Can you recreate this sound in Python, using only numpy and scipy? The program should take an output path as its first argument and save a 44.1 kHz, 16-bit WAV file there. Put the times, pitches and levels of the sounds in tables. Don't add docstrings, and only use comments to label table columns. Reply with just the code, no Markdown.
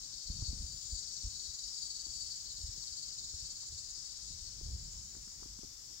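import sys
import numpy as np
from scipy import signal
from scipy.fft import rfft, irfft, next_fast_len
from scipy.io import wavfile
from scipy.ndimage import uniform_filter1d, map_coordinates

SR = 44100
rng = np.random.default_rng(int(sys.argv[2]) if len(sys.argv) > 2 else 0)


def convert_level_to_amplitude(level_db):
    exponent = np.asarray(level_db, float) / 20
    return 10 ** exponent


def waveform_to_disk(signal):
    frames = np.transpose(np.atleast_2d(signal))
    scaled = np.clip(frames, -1, 1) * 32767
    samples = np.round(scaled).astype(np.int16)
    wavfile.write(sys.argv[1], SR, samples)


N = 264600

# (time [s], rate [clicks/s])
NEIGHBOUR_RATE = [(0, 280), (3.8, 255), (4.6, 228), (6, 237)]
# (time [s], knock level [dB], pitch [Hz])
FINGER_TICKS = [(0.3, -44, 176), (0.312, -58, 197), (.423, -48.5, 285), (0.507, -55.5, 198),
                (0.53, -44.5, 231), (0.558, -63, 200), (0.61, -52.5, 202), (0.621, -52, 197),
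                (0.92, -57.5, 268), (1.235, -58, 239), (1.264, -55.5, 239), (2.067, -54, 323),
                (2.775, -56, 445), (3.337, -55, 447), (3.724, -58, 477), (4.302, -60.5, 250),
                (4.612, -48, 382), (4.701, -58, 303), (4.719, -61, 200), (4.76, -55.5, 200),
                (4.278, -64, 259), (5.135, -61, 584), (5.151, -53, 412), (5.167, -53, 322),
                (5.273, -58.5, 277), (5.425, -49, 413), (5.458, -50, 318), (5.59, -49.5, 223),
                (5.634, -45.5, 420), (5.646, -52, 240)]


def unit(x):
    return x / np.sqrt(np.mean(x ** 2, axis=-1, keepdims=True) + 1e-20)


def along(points, hz):
    f, v = np.transpose(points)
    return np.interp(np.log(hz + 1), np.log(f + 1), v)


def curves(rows):
    s, *cols = np.transpose(rows)
    return [np.interp(np.arange(N) / SR, s, c) for c in cols]


def wobble(rate_hz):
    knots = rng.standard_normal(int(N * 40 / SR) + 4)
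    return map_coordinates(knots, [np.arange(N) * min(rate_hz, 40) / SR])


def filtered(x, response):
    m = next_fast_len(N + 8192)
    return irfft(rfft(x, m) * response(np.fft.rfftfreq(m, 1 / SR)), m)[..., :N]


def noise(points, channels=1):
    white = rng.standard_normal((channels, N) if channels > 1 else N)
    return filtered(white, lambda hz: convert_level_to_amplitude(along(points, hz)))


def body(modes):
    def response(f):
        total = 0
        for k, (centre_hz, width_hz, db) in enumerate(modes):
            damping = 1j * f * width_hz
            total = total + (-1) ** k * convert_level_to_amplitude(db) * damping / (centre_hz ** 2 - f * f + damping)
        return total
    return response


def panned(lead_db):
    return np.sqrt(2 / (1 + convert_level_to_amplitude(np.array([-2 * lead_db, 2 * lead_db]))))


def patchy(x, depth_db, bins, frames):
    z = signal.stft(x, nperseg=512)[2]
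    field = uniform_filter1d(rng.standard_normal(z.shape), size=bins, axis=1)
    field = uniform_filter1d(field, size=frames, axis=2)
    return signal.istft(z * convert_level_to_amplitude(depth_db * field / field.std()), nperseg=512)[1][:, :N]


def forest(x, direct):
    # (frequency [Hz], t60 [s])
    decay = [(2000, .11), (12000, .08)]
    step, length = SR // 4, SR // 8
    hz, t, z = signal.stft(rng.standard_normal((N // step + 1, 2, length)), SR, nperseg=256)
    z = z * convert_level_to_amplitude(-60 * t / along(decay, hz)[:, None])
    tails = signal.istft(z, SR, nperseg=256)[1][..., :length]
    tails /= np.linalg.norm(tails, axis=-1, keepdims=True)
    padded, wet = np.pad(x, step), np.zeros((2, N + 4 * step))
    fade = np.sin(np.pi * np.arange(2 * step) / (2 * step))
    for k, tail in enumerate(tails):
        piece = padded[k * step:][:2 * step] * fade
        wet[:, k * step:][:, :2 * step + length - 1] += signal.fftconvolve(piece[None], tail, axes=1)
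    return direct * np.array([x, np.roll(x, shift=26)]) + wet[:, step:step + N]


def through_case(x, dull_hz):
    lag_s = 0.00087

    def to_left(hz):
        return np.exp(-2j * np.pi * hz * lag_s) / np.abs(1 + 1j * hz / dull_hz)
    return np.array([filtered(x, to_left), x])


def clicks(rate, jitter, scatter_db):
    chance = rng.standard_normal((2400, 2))
    count = np.cumsum(rate * np.ones(N)) / SR
    k = np.arange(min(int(count[-1]), len(chance)))
    at = np.searchsorted(count, k + jitter * chance[k, 0]).clip(0, N - 1)
    return np.bincount(at, convert_level_to_amplitude(scatter_db * chance[k, 1]), N)


def sung(buckles, modes):
    def response(hz):
        skirts = 1 / np.sqrt((1 + (3500 / (hz + 1)) ** 24) * (1 + (hz / 8600) ** 16))
        return body(modes)(hz) * skirts
    return unit(filtered(buckles, response))


def hum():
    # (frequency [Hz], density [dB per Hz])
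    spectrum = [(200, -20), (500, -7), (1200, 1), (2000, 0), (2500, -1.5), (3200, -0.5), (9000, -6.5),
                (16500, -20)]
    # (frequency [Hz], share)
    likeness = [(500, 0.99), (1400, 0.0018), (2500, 0), (4000, 0.12)]

    def alike(hz):
        return np.clip(along(likeness, hz), 0, 1)
    shared = through_case(rng.standard_normal(N), dull_hz=9000)
    shared = filtered(shared, lambda hz: convert_level_to_amplitude(along(spectrum, hz)) * np.sqrt(alike(hz)))
    own = rng.standard_normal((2, N))
    own = filtered(own, lambda hz: convert_level_to_amplitude(along(spectrum, hz)) * np.sqrt(1 - alike(hz)))
    return convert_level_to_amplitude(-69) * unit(shared + own)


def leaves():
    # (frequency [Hz], density [dB per Hz])
    spectrum = [(9000, -32), (9500, -5.5), (11000, -4.5), (12500, -2.5), (13900, -3), (16500, -2.5)]
    # (time [s], level [dB])
    breeze = [(0, -74.5), (.9, -75.5), (1.7, -73), (3.5, -75), (4.7, -77), (5.3, -74), (6, -71.5)]
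    return convert_level_to_amplitude(curves(breeze)[0] + 5.5) * unit(noise(spectrum, channels=2))


def shimmer(neighbour_db):
    # (centre [Hz], width [Hz], level [dB])
    wings = [(12450, 400, -9), (15230, 350, -1), (15690, 250, 0)]
    level_db = -74.0 + 0.5 * (neighbour_db - neighbour_db.mean())
    return convert_level_to_amplitude(level_db) * unit(filtered(rng.standard_normal((2, N)), body(wings)))


def air(turn_db, neighbour_db):
    high = leaves() + shimmer(neighbour_db)
    return patchy(hum() + high * panned(1.5 + 1.9 * turn_db), depth_db=1.2, bins=6, frames=8)


def case_jolts(times_s, pulses):
    out = np.zeros(N + 4000)
    for s, pulse in zip(times_s, pulses):
        out[round(s * SR):][:4000] += pulse
    return out[2000:N + 2000]


def thumps(t):
    # (time [s], peak level [dB], pitch [Hz])
    hits = [(.306, -34, 56.6), (0.41, -47, 91.5), (.427, -31, 73.7), (0.494, -30.5, 58), (0.573, -46, 113),
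            (0.604, -36.5, 60), (.645, -37, 61.3), (0.748, -48, 105), (.857, -52, 97), (.935, -34, 57.3),
            (1.252, -33, 54.6), (1.495, -44, 59), (2.097, -46.5, 50.6), (2.611, -47, 68), (2.646, -36, 62),
            (2.783, -50, 116), (2.925, -50, 58.3), (3.346, -41.5, 69), (3.429, -49.5, 83),
            (3.706, -49.5, 60.5), (3.759, -49, 80), (4.309, -43.5, 101), (4.426, -45.5, 50),
            (4.634, -38.5, 44), (4.689, -35, 61.6), (4.752, -35.5, 72.5), (4.965, -47, 67.4),
            (4.997, -43, 67), (5.148, -49, 54.3), (5.637, -52, 35.3)]
    # (time [s], peak level [dB], pitch [Hz])
    more_hits = [(0.435, -35, 71), (0.538, -42.5, 51), (.959, -45.5, 45), (1.275, -35.5, 58),
                 (2.693, -40.5, 70), (3.73, -47, 86), (3.746, -48, 85), (4.35, -46, 78),
                 (4.718, -40, 74.6), (4.736, -36, 76), (4.762, -43, 44), (4.788, -43.5, 55),
                 (5.19, -49.5, 50), (5.211, -51, 41)]
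    # (time [s], peak level [dB], pitch [Hz])
    last_hits = [(.018, -54, 46), (.28, -50, 38.4), (.896, -54, 37), (3.451, -53, 97), (4.364, -53, 37.6),
                 (4.494, -51, 57), (4.578, -47, 79), (4.661, -42, 91), (5.346, -56, 42), (5.722, -55, 49)]
    rows = hits + more_hits + last_hits
    pulses = [-convert_level_to_amplitude(db) * np.cos(2 * np.pi * hz * t) * np.exp(-(t * hz / 0.57) ** 2) for s, db, hz in rows]
    return case_jolts([s for s, db, hz in rows], pulses)


def knocks(t):
    pulses = []
    for s, db, hz in FINGER_TICKS:
        decay = (t > 0) * convert_level_to_amplitude(-60 * t.clip(0) * hz / 5.5)
        pulses.append(convert_level_to_amplitude(db + 8) * np.sin(2 * np.pi * hz * t) * decay)
    return case_jolts([s for s, db, hz in FINGER_TICKS], pulses)


def snaps(t):
    # (time [s], level [dB])
    creaks = [(.423, -51), (2.47, -59), (2.84, -54.5), (3.337, -53), (3.633, -52), (5.151, -44),
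              (5.167, -56), (5.28, -49), (5.322, -51), (5.413, -53), (5.431, -45), (5.457, -64),
              (5.468, -55), (5.588, -55), (5.633, -58), (.531, -60), (2.067, -60), (4.612, -64)]
    rows = [(s, db - 30) for s, db, hz in FINGER_TICKS] + creaks
    decay = (t > 0) * convert_level_to_amplitude(-60 * t.clip(0) / 0.0048)
    pulses = [convert_level_to_amplitude(db + 14.5) * rng.standard_normal(4000) * decay for s, db in rows]
    grit = case_jolts([s for s, db in rows], pulses)
    return filtered(grit, lambda hz: body([(1100, 900, 0)])(hz) / (1 + (hz / 2300) ** 4))


def handling():
    # (time [s], rumble level [dB])
    grip = [(0, -62.5), (.25, -60.5), (.42, -48), (.66, -52), (.8, -61.5), (1.35, -59.5), (1.8, -65.5),
            (2.3, -61), (2.7, -58), (3.05, -64), (3.4, -59.5), (3.75, -65.5), (4.2, -64.5), (4.32, -56.5),
            (4.52, -57.5), (4.75, -45.5), (4.9, -56), (6, -66)]
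    # (frequency [Hz], density [dB per Hz])
    rumble_spectrum = [(12, -37), (25, -7), (50, -0.5), (75, -8), (130, -12), (250, -25.5), (600, -54.5)]
    # (frequency [Hz], density [dB per Hz])
    rub_spectrum = [(60, -23), (130, -6.5), (200, -6.5), (400, -3.5), (700, -10), (1500, -38), (3000, -29)]
    rumble_db, = curves(grip)
    rub_db = -72 + 0.24 * (rumble_db - rumble_db.mean())
    for s, _, _ in FINGER_TICKS:
        rub_db = rub_db + 1.5 * np.exp(-((np.arange(N) / SR - s) / 0.042) ** 2)
    rumble = convert_level_to_amplitude(rumble_db) * unit(convert_level_to_amplitude(2.5 * wobble(15)) * noise(rumble_spectrum))
    rub = convert_level_to_amplitude(rub_db) * unit(convert_level_to_amplitude(3.2 * wobble(30)) * noise(rub_spectrum))
    loose = unit(noise(rub_spectrum, channels=2))
    t = np.arange(-2000, 2000) / SR
    in_case = thumps(t) + knocks(t) + snaps(t) + rumble + rub
    return through_case(in_case, dull_hz=440) + convert_level_to_amplitude(rub_db - 6.5) * loose


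def far_chorus(far_db, low_lead_db):
    # (frequency [Hz], density [dB per Hz])
    spectrum = [(2400, -34.5), (2900, -24.5), (3500, -16), (4200, -12.5), (4600, -4.5), (5300, 4),
                (5750, -0.5), (6300, -3.5), (7250, -4), (8600, -15.5), (9900, -34), (13000, -67)]
    # (time [s], share of loudest group hidden)
    hidden = [(0, 0.083), (4.2, 0.13), (5.2, 0.21), (6, 0.27)]
    rate = curves(NEIGHBOUR_RATE)[0] * 1.03 + wobble(3)
    steady = unit(forest(clicks(rate, jitter=.01, scatter_db=1.5), direct=0))
    crowd = rng.standard_normal((2, N)) + 0.98 * steady
    far = unit(filtered(crowd, lambda hz: convert_level_to_amplitude(along(spectrum, hz))))
    loudest = filtered(far, lambda hz: np.exp(-((hz - 5300) / 600) ** 2))
    far = far - curves(hidden)[0].clip(0, 1) * loudest
    return far * convert_level_to_amplitude(far_db + 6.5 + 0.58 * wobble(12)) * panned(low_lead_db)


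def neighbour_cicada(throb, neighbour_db, turn_db):
    # (centre [Hz], width [Hz], level [dB])
    modes = [(6900, 380, 0), (7280, 380, -2), (7800, 400, -9), (8350, 350, -15)]
    song = sung(clicks(curves(NEIGHBOUR_RATE)[0], jitter=.02, scatter_db=2.5), modes)
    song = unit(forest(song * (.7 + throb), direct=0.11)) * panned(1.6 * turn_db - 2.0)
    return convert_level_to_amplitude(neighbour_db - 1.5) * song


def throbbing():
    # (start [s], level [dB], surge into the run [dB])
    phrases = [(0.042, -48.5, 3), (0.488, -45.5, 5), (0.725, -48, 3.5), (0.987, -45, 2), (1.452, -43.5, 2),
               (1.862, -43.5, 3), (2.216, -44, 4), (2.571, -45, 1.5), (3.031, -44.5, 0), (3.399, -45, 1),
               (3.726, -45, -1.5), (3.993, -49.5, 1.5), (4.11, -47.5, 2.5), (4.33, -51.5, 5),
               (4.467, -50, 6), (4.733, -53.5, 4), (5.04, -53, -10), (5.305, -53.5, -5), (5.58, -61.5, -4),
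               (5.872, -60, 4)]
    # (time [s], throb period [s])
    period = [(0, .0455), (1.5, .0468), (2.2, .049), (3, .053), (3.4, .054), (3.75, .058), (4.8, .062),
              (6, .062)]
    # (time [s], share of a swell)
    rest = [(0, .25), (1, .06), (2.8, .15), (4, .3), (4.6, .9), (6, 1.6)]
    t, at = np.arange(N) / SR, []
    starts, level_db, surges_db = np.transpose(phrases)
    for start, end in zip(starts, [*starts[1:], N / SR]):
        gap_s = np.interp(start, *np.transpose(period))
        at.extend(np.arange(start, end - gap_s / 2, gap_s))
    sizes = convert_level_to_amplitude(1.5 * rng.standard_normal(200)[:len(at)])
    bell = signal.windows.gaussian(4001, std=.011 * SR)
    swells = np.bincount((np.array(at) * SR).astype(int), sizes, N)
    between, = curves(rest)
    throb = between + signal.fftconvolve(swells, bell, "same")
    lead_s, width_s = 0.03, 0.049
    surge_db = sum(db * np.exp(-((t - s + lead_s) / width_s) ** 2) for s, db in zip(starts, surges_db))
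    throb = throb + 0.76 * (convert_level_to_amplitude(surge_db) - 1).clip(0)
    return throb / (1 + between), np.interp(t, starts, level_db), surge_db


def near_cicada(throb, near_db, low_lead_db):
    # (centre [Hz], width [Hz], level [dB])
    modes = [(3810, 240, -12), (4550, 210, 1.5), (4880, 260, -10), (5870, 250, -11), (6850, 350, -10),
             (7200, 400, -11), (7900, 450, -17)]
    song = sung(clicks(285 + 1.5 * wobble(3), jitter=.04, scatter_db=2.5), modes)
    return convert_level_to_amplitude(-3.5) * forest(throb * convert_level_to_amplitude(near_db) * song, direct=0.86) * panned(low_lead_db + 0.5)


def scene():
    # (time [s], far chorus level [dB], neighbour level [dB], left side turned to the trees [dB])
    chorus = [(0, -54, -55, 1), (.5, -54.5, -52, 6), (.9, -54.5, -46.5, 5), (1.2, -53, -49.5, 2),
              (1.75, -55, -48, 0.5), (2.3, -53.5, -49, 1), (2.7, -54.5, -49.5, 1), (3.5, -54, -49.5, 0.5),
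              (4.1, -54, -53, 1), (4.7, -55.5, -55.5, 3), (5.1, -57, -50, -0.5), (5.7, -56.5, -61, -1.5),
              (6, -56, -58.5, -1.5)]
    throb, near_db, surge_db = throbbing()
    far_db, neighbour_db, turn_db = curves(chorus)
    neighbour_db = neighbour_db + 0.29 * surge_db
    low_lead_db = 10.5 + 0.3 * turn_db
    others = far_chorus(far_db, low_lead_db) + neighbour_cicada(throb, neighbour_db, turn_db)
    others = patchy(others, depth_db=1.7, bins=2, frames=30)
    near = near_cicada(throb, near_db + 0.22 * surge_db, low_lead_db)
    return air(turn_db, neighbour_db) + handling() + others + near


def band_limit(x):
    return signal.sosfilt(signal.butter(12, 15790, fs=SR, output="sos"), x)


def record(dry):
    return band_limit(dry)


dry = scene()
out = record(dry)
waveform_to_disk(out)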